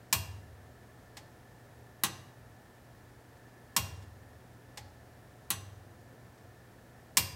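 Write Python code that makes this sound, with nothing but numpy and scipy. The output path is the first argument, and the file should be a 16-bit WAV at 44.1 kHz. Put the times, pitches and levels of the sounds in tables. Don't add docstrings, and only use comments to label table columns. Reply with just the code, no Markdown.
import sys
import numpy as np
from scipy import signal
from scipy.fft import rfft, irfft, next_fast_len
from scipy.io import wavfile

SR = 44100
rng = np.random.default_rng(int(sys.argv[2]) if len(sys.argv) > 2 else 0)


def to_wav(s):
    ch = np.atleast_2d(s).T
    pcm = np.round(np.clip(ch, -1, 1) * 32767)
    wavfile.write(sys.argv[1], SR, pcm.astype(np.int16))


N = 324135
EVENT_S = np.arange(int(1.5 * SR)) / SR
TICK, TOCK = 0, 1

# (time [s], strength [dB], treble [dB], metal ring [dB], ring tilt [dB/octave],
# bell [dB], boom [dB])
TICK_BLOWS = [(0.1267, -1, 0.34, 3.5, 0.9, -7, 3), (3.7642, -.3, -1, 2, 0, -7, 1.5),
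              (7.1702, 0.5, 2.4, 1.5, 2, 9, -0.5)]
TOCK_BLOWS = [(2.0359, -0.15, 0, 0.5, 0, -6, -2.5), (5.5036, -5, 1, 4.5, 0.5, -12, 4.5)]
# (time [s], strength [dB], boom [dB])
WHEEL_CLICKS = [(1.169, 0.5, -18.5), (4.023, -15, -40), (4.7727, 3.5, -10.5), (6.377, -21, -43)]
# (frequency [Hz], level [dB])
TICK_CONTACT = [(500, -61), (1100, -55), (2000, -14), (4300, -28), (5150, -1.5), (6100, -13), (6800, -7),
                (8000, -11), (10200, -9.5), (11600, -26.5), (15000, -25)]
TOCK_CONTACT = [(500, -19), (3000, -27.5), (5200, -69), (8200, -25), (9500, -14), (10400, -12),
                (12200, -5.5), (14000, -13.5), (16000, -14.5)]
# (frequency [Hz], level [dB])
TICK_BODY = [(480, -28.5), (800, -19), (980, -14.5), (1120, -14), (1400, -20.5), (2000, -19), (3000, -17),
             (4300, -15.5), (5400, -19.5), (7800, -15), (9500, -23.5), (10400, -18.5), (11900, -32),
             (13300, -15.5), (15500, -27)]
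TOCK_BODY = [(120, -29), (480, -33), (750, -22), (1100, -14), (1350, -21.5), (1600, -16.5), (2300, -23.5),
             (3600, -14.5), (4900, -23.5), (6200, -17.5), (8300, -21.5), (9700, -20.5), (12300, -23),
             (15500, -30)]
CLICK_BODY = [(150, -40), (500, -44), (880, -34), (1350, -47), (1900, -34), (2500, -42), (3200, -39),
              (6200, -40), (8600, -42), (10000, -51), (14000, -48), (16000, -70)]
# (frequency [Hz], t60 [s], tick level [dB], tock level [dB])
METAL_MODES = [(812, .45, -52, -50), (962, .3, -49, -54), (1076, .22, -38.5, -43), (1140, .18, -44, -53),
               (2348, .2, -48, -55), (2385, .12, -42, -54), (2536, .33, -47, -49.5), (2776, .55, -44, -51),
               (3278, .42, -48, -59), (4000, .2, -52, -46), (4414, .28, -46, -51), (5184, .1, -37, -55),
               (5350, .2, -46, -62), (5693, .28, -50, -68), (5820, .15, -44, -58), (6052, .48, -54, -49),
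               (6545, .25, -51, -54), (7642, .27, -48, -52), (7858, .37, -53, -49.5), (8538, .3, -47, -58),
               (8700, .4, -54, -66), (8961, .16, -66, -40), (9022, .45, -50, -58), (9869, .28, -54, -61),
               (10300, .15, -48, -66), (10541, .28, -52, -61), (10715, .25, -59, -54),
               (11042, .25, -46, -47), (12912, .13, -43.5, -56), (13379, .33, -44, -57),
               (13888, .32, -45.5, -58), (15240, .12, -46, -62)]
BRACKET_MODES = [(131.2, 1, -45.5, -47), (158.4, 1, -52, -62), (182.7, 0.3, -41, -40),
                 (223, 0.3, -45, -44.5), (290, 0.255, -76, -53), (339, 0.11, -45.5, -40)]
BOOM_MODES = [(77.55, 1.94, -45.5, -57.5), (83.7, 0.58, -39.5, -57.5), (98.4, 1.42, -40.5, -46),
              (103.3, 0.76, -45, -86)]
# (frequency [Hz], t60 [s], level [dB])
BELL_MODES = [(4755, .3, -52), (4798, .8, -54)]
WHEEL_MODES = [(805, 0.37, -61), (863, 0.39, -56), (2760, .3, -79), (4400, 0.26, -60.5)]
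# (frequency [Hz], gain [dB])
REVERB_GAIN = [(100, -5.5), (400, 7.5), (1000, -8.5), (2500, -10.5), (5000, -10.5), (9000, -19),
               (15000, -32)]
# (frequency [Hz], t60 [s])
REVERB_T60 = [(100, 0.29), (1000, 0.71), (4000, 0.53), (8000, 0.54), (16000, 0.72)]
# (frequency [Hz], level [dB])
AIR_SPECTRUM = [(20, -53), (55, -38.5), (100, -37), (160, -42), (240, -43.5), (400, -45), (720, -46.5),
                (850, -49.5), (1200, -55), (1550, -54), (1800, -52), (2050, -58), (2700, -63), (5000, -66),
                (15500, -70.5)]
# (frequency [Hz], rms level [dB])
HUM_TONES = [(119.5, -61.5), (246, -72.5), (724, -74), (1308, -79.5), (1410, -83), (1750, -78),
             (1836, -84.5), (2455, -98), (5459, -90.5)]
# (time [s], level [dB])
WHIRR_LEVELS = [(0, -75), (2.7, -73), (3.35, -70.5), (4.2, -73), (6.2, -77.5), (7.35, -71.5)]


def ticks():
    scrape = envelope(rise_s=0.002, t60_s=0.022)
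    return pallet(TICK_BLOWS, TICK, TICK_CONTACT, scrape, TICK_BODY,
                  body_t60_s=0.089, prompt_db=1, treble_hz=2400)


def tocks():
    snap = envelope(rise_s=0.0001, t60_s=0.013)
    return pallet(TOCK_BLOWS, TOCK, TOCK_CONTACT, snap, TOCK_BODY,
                  body_t60_s=0.096, prompt_db=5, treble_hz=6950)


def pallet(blows, column, contact_spectrum, contact_shape, body_spectrum, body_t60_s, prompt_db,
           treble_hz):
    clatter, ring = np.zeros((2, N))
    knock = modes(BRACKET_MODES, rise_s=0.003, column=column)
    bell = modes(BELL_MODES, rise_s=0.002)
    boom = wall_thud(column)
    for blow, cloud in zip(blows, mode_clouds(len(blows), likeness=0.67)):
        time_s, strength_db, treble_db, ring_db, tilt_db_per_oct, bell_db, boom_db = blow
        force = [(treble_hz / 2, strength_db), (treble_hz, strength_db + treble_db)]
        noise = rng.standard_normal(len(EVENT_S))
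        contact = amp(treble_db) * colour(noise, contact_spectrum) * contact_shape
        body = frame(cloud, body_spectrum, body_t60_s, treble_rise_s=0.0001)
        metal = amp(ring_db) * metal_ring(column, prompt_db, tilt_db_per_oct)
        add(clatter, time_s, colour(contact + body, force))
        add(ring, time_s, colour(metal + knock, force))
        add(ring, time_s, amp(bell_db) * bell + amp(boom_db) * boom)
    return np.array([clatter, ring])


def mode_clouds(count, likeness):
    shared, *own = rng.standard_normal((count + 1, len(EVENT_S)))
    return np.sqrt(likeness) * shared + np.sqrt(1 - likeness) * np.array(own)


def frame(cloud, spectrum, treble_t60_s, treble_rise_s, split_hz=3200):
    body = colour(cloud, spectrum)
    hz = np.fft.rfftfreq(len(body), 1 / SR)
    bass = irfft(rfft(body) / (1 + (hz / split_hz) ** 4), len(body))
    bass_shape = envelope(rise_s=0.0008, t60_s=1.34 * treble_t60_s)
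    return (body - bass) * envelope(treble_rise_s, treble_t60_s) + bass * bass_shape


def metal_ring(column, prompt_db, tilt_db_per_oct, pivot_hz=4500, rise_s=0.001):
    out = np.zeros(len(EVENT_S))
    for (hz, t60_s, *levels_db), phase in zip(METAL_MODES, rng.random(len(METAL_MODES))):
        decay = envelope(rise_s, t60_s) + amp(prompt_db) * envelope(rise_s, 0.29 * t60_s)
        tilt_db = tilt_db_per_oct * np.log2(hz / pivot_hz)
        out += amp(levels_db[column] + tilt_db) * decay * np.sin(2 * np.pi * (hz * EVENT_S + phase))
    return out


def wall_thud(column, delay_s=0.02826, rise_s=0.0061):
    out = np.zeros(len(EVENT_S))
    for hz, t60_s, *levels_db in BOOM_MODES:
        tone = np.sin(2 * np.pi * hz * (EVENT_S - delay_s))
        out += amp(levels_db[column]) * envelope(rise_s, t60_s, delay_s) * tone
    return out


def wheel_clicks():
    clatter, ring = np.zeros((2, N))
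    wheels, boom = modes(WHEEL_MODES, rise_s=0.013), wall_thud(TICK)
    clouds = mode_clouds(len(WHEEL_CLICKS), likeness=0.88)
    for (time_s, strength_db, boom_db), cloud in zip(WHEEL_CLICKS, clouds):
        body = frame(cloud, CLICK_BODY, treble_t60_s=0.092, treble_rise_s=0.0009)
        add(clatter, time_s, amp(strength_db) * body)
        add(ring, time_s, amp(strength_db) * wheels + amp(boom_db) * boom)
    return np.array([clatter, ring])


def reverb(x, low_cut_hz=200):
    hz, time_s, bands = signal.stft(rng.standard_normal(len(EVENT_S)), SR, nperseg=256)
    t60_s = log_interp(REVERB_T60, hz)[:, None]
    unit_energy = np.sqrt(2 * np.log(1000) / (t60_s * SR))
    bands *= 1000 ** (-time_s / t60_s) * unit_energy
    tail = signal.istft(bands, SR, nperseg=256)[1][:len(EVENT_S)]
    onset = envelope(rise_s=0.0046, t60_s=np.inf, delay_s=0.0058)
    response = colour(tail, REVERB_GAIN) * onset
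    return signal.fftconvolve(highpass(x, low_cut_hz), response)[:N]


def room_air():
    return colour(rng.standard_normal(N), AIR_SPECTRUM)


def hum(phase_step_rad=0.126):
    time_s, knots_s = np.arange(N) / SR, np.linspace(0, N / SR, 30)
    out = np.zeros(N)
    for hz, rms_db in HUM_TONES:
        walk = np.cumsum(rng.standard_normal(len(knots_s)))
        drift_rad = np.interp(time_s, knots_s, walk) * phase_step_rad * hz / HUM_TONES[0][0]
        out += np.sqrt(2) * amp(rms_db) * np.sin(2 * np.pi * hz * time_s + drift_rad)
    return out


def whirr(centre_hz=1745, half_width_hz=55, flutter_db=2, flutters_per_s=8):
    hz, time_s = np.fft.rfftfreq(N, 1 / SR), np.arange(N) / SR
    band = irfft(rfft(rng.standard_normal(N)) / (1 + ((hz - centre_hz) / half_width_hz) ** 2), N)
    knots = rng.standard_normal(128)
    flutter = np.interp(time_s * flutters_per_s, np.arange(len(knots)), knots)
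    level_db = np.interp(time_s, *np.transpose(WHIRR_LEVELS)) - flutter_db * flutter
    return amp(level_db) * band / band.std()


def modes(table, rise_s, column=0):
    out = np.zeros(len(EVENT_S))
    for k, (hz, t60_s, *levels_db) in enumerate(table):
        tone = (-1) ** k * np.sin(2 * np.pi * hz * EVENT_S)
        out += amp(levels_db[column]) * envelope(rise_s, t60_s) * tone
    return out


def envelope(rise_s, t60_s, delay_s=0):
    age_s = np.maximum(EVENT_S - delay_s, 0)
    return (1 - np.exp(-age_s / rise_s)) * 1000 ** (-age_s / t60_s)


def amp(db):
    return 10 ** (np.asarray(db) / 20)


def log_interp(points, hz):
    knots_hz, values = np.transpose(points)
    return np.interp(np.log(hz + 1), np.log(knots_hz + 1), values)


def colour(x, spectrum):
    size = next_fast_len(len(x) + SR // 10)
    gain = amp(log_interp(spectrum, np.fft.rfftfreq(size, 1 / SR)))
    return irfft(rfft(x, size) * gain, size)[:len(x)]


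def highpass(x, cutoff_hz, order=2):
    return signal.sosfilt(signal.butter(order, cutoff_hz, "high", fs=SR, output="sos"), x)


def add(mix, time_s, sound):
    part = mix[round(time_s * SR):][:len(sound)]
    part += sound[:len(part)]


def scene():
    clatter, ring = ticks() + tocks() + wheel_clicks()
    ring = highpass(ring, cutoff_hz=58, order=3)
    reflections = reverb(clatter + amp(-16) * ring)
    return (clatter + ring + reflections + room_air() + hum() + whirr())[None]


def record(dry, low_cut_hz=42, high_cut_hz=15950):
    lowpass = signal.firwin(301, high_cut_hz, window=("kaiser", 8), fs=SR)
    return signal.oaconvolve(highpass(dry, low_cut_hz), lowpass[None], "same")


dry = scene()
out = record(dry)
to_wav(out)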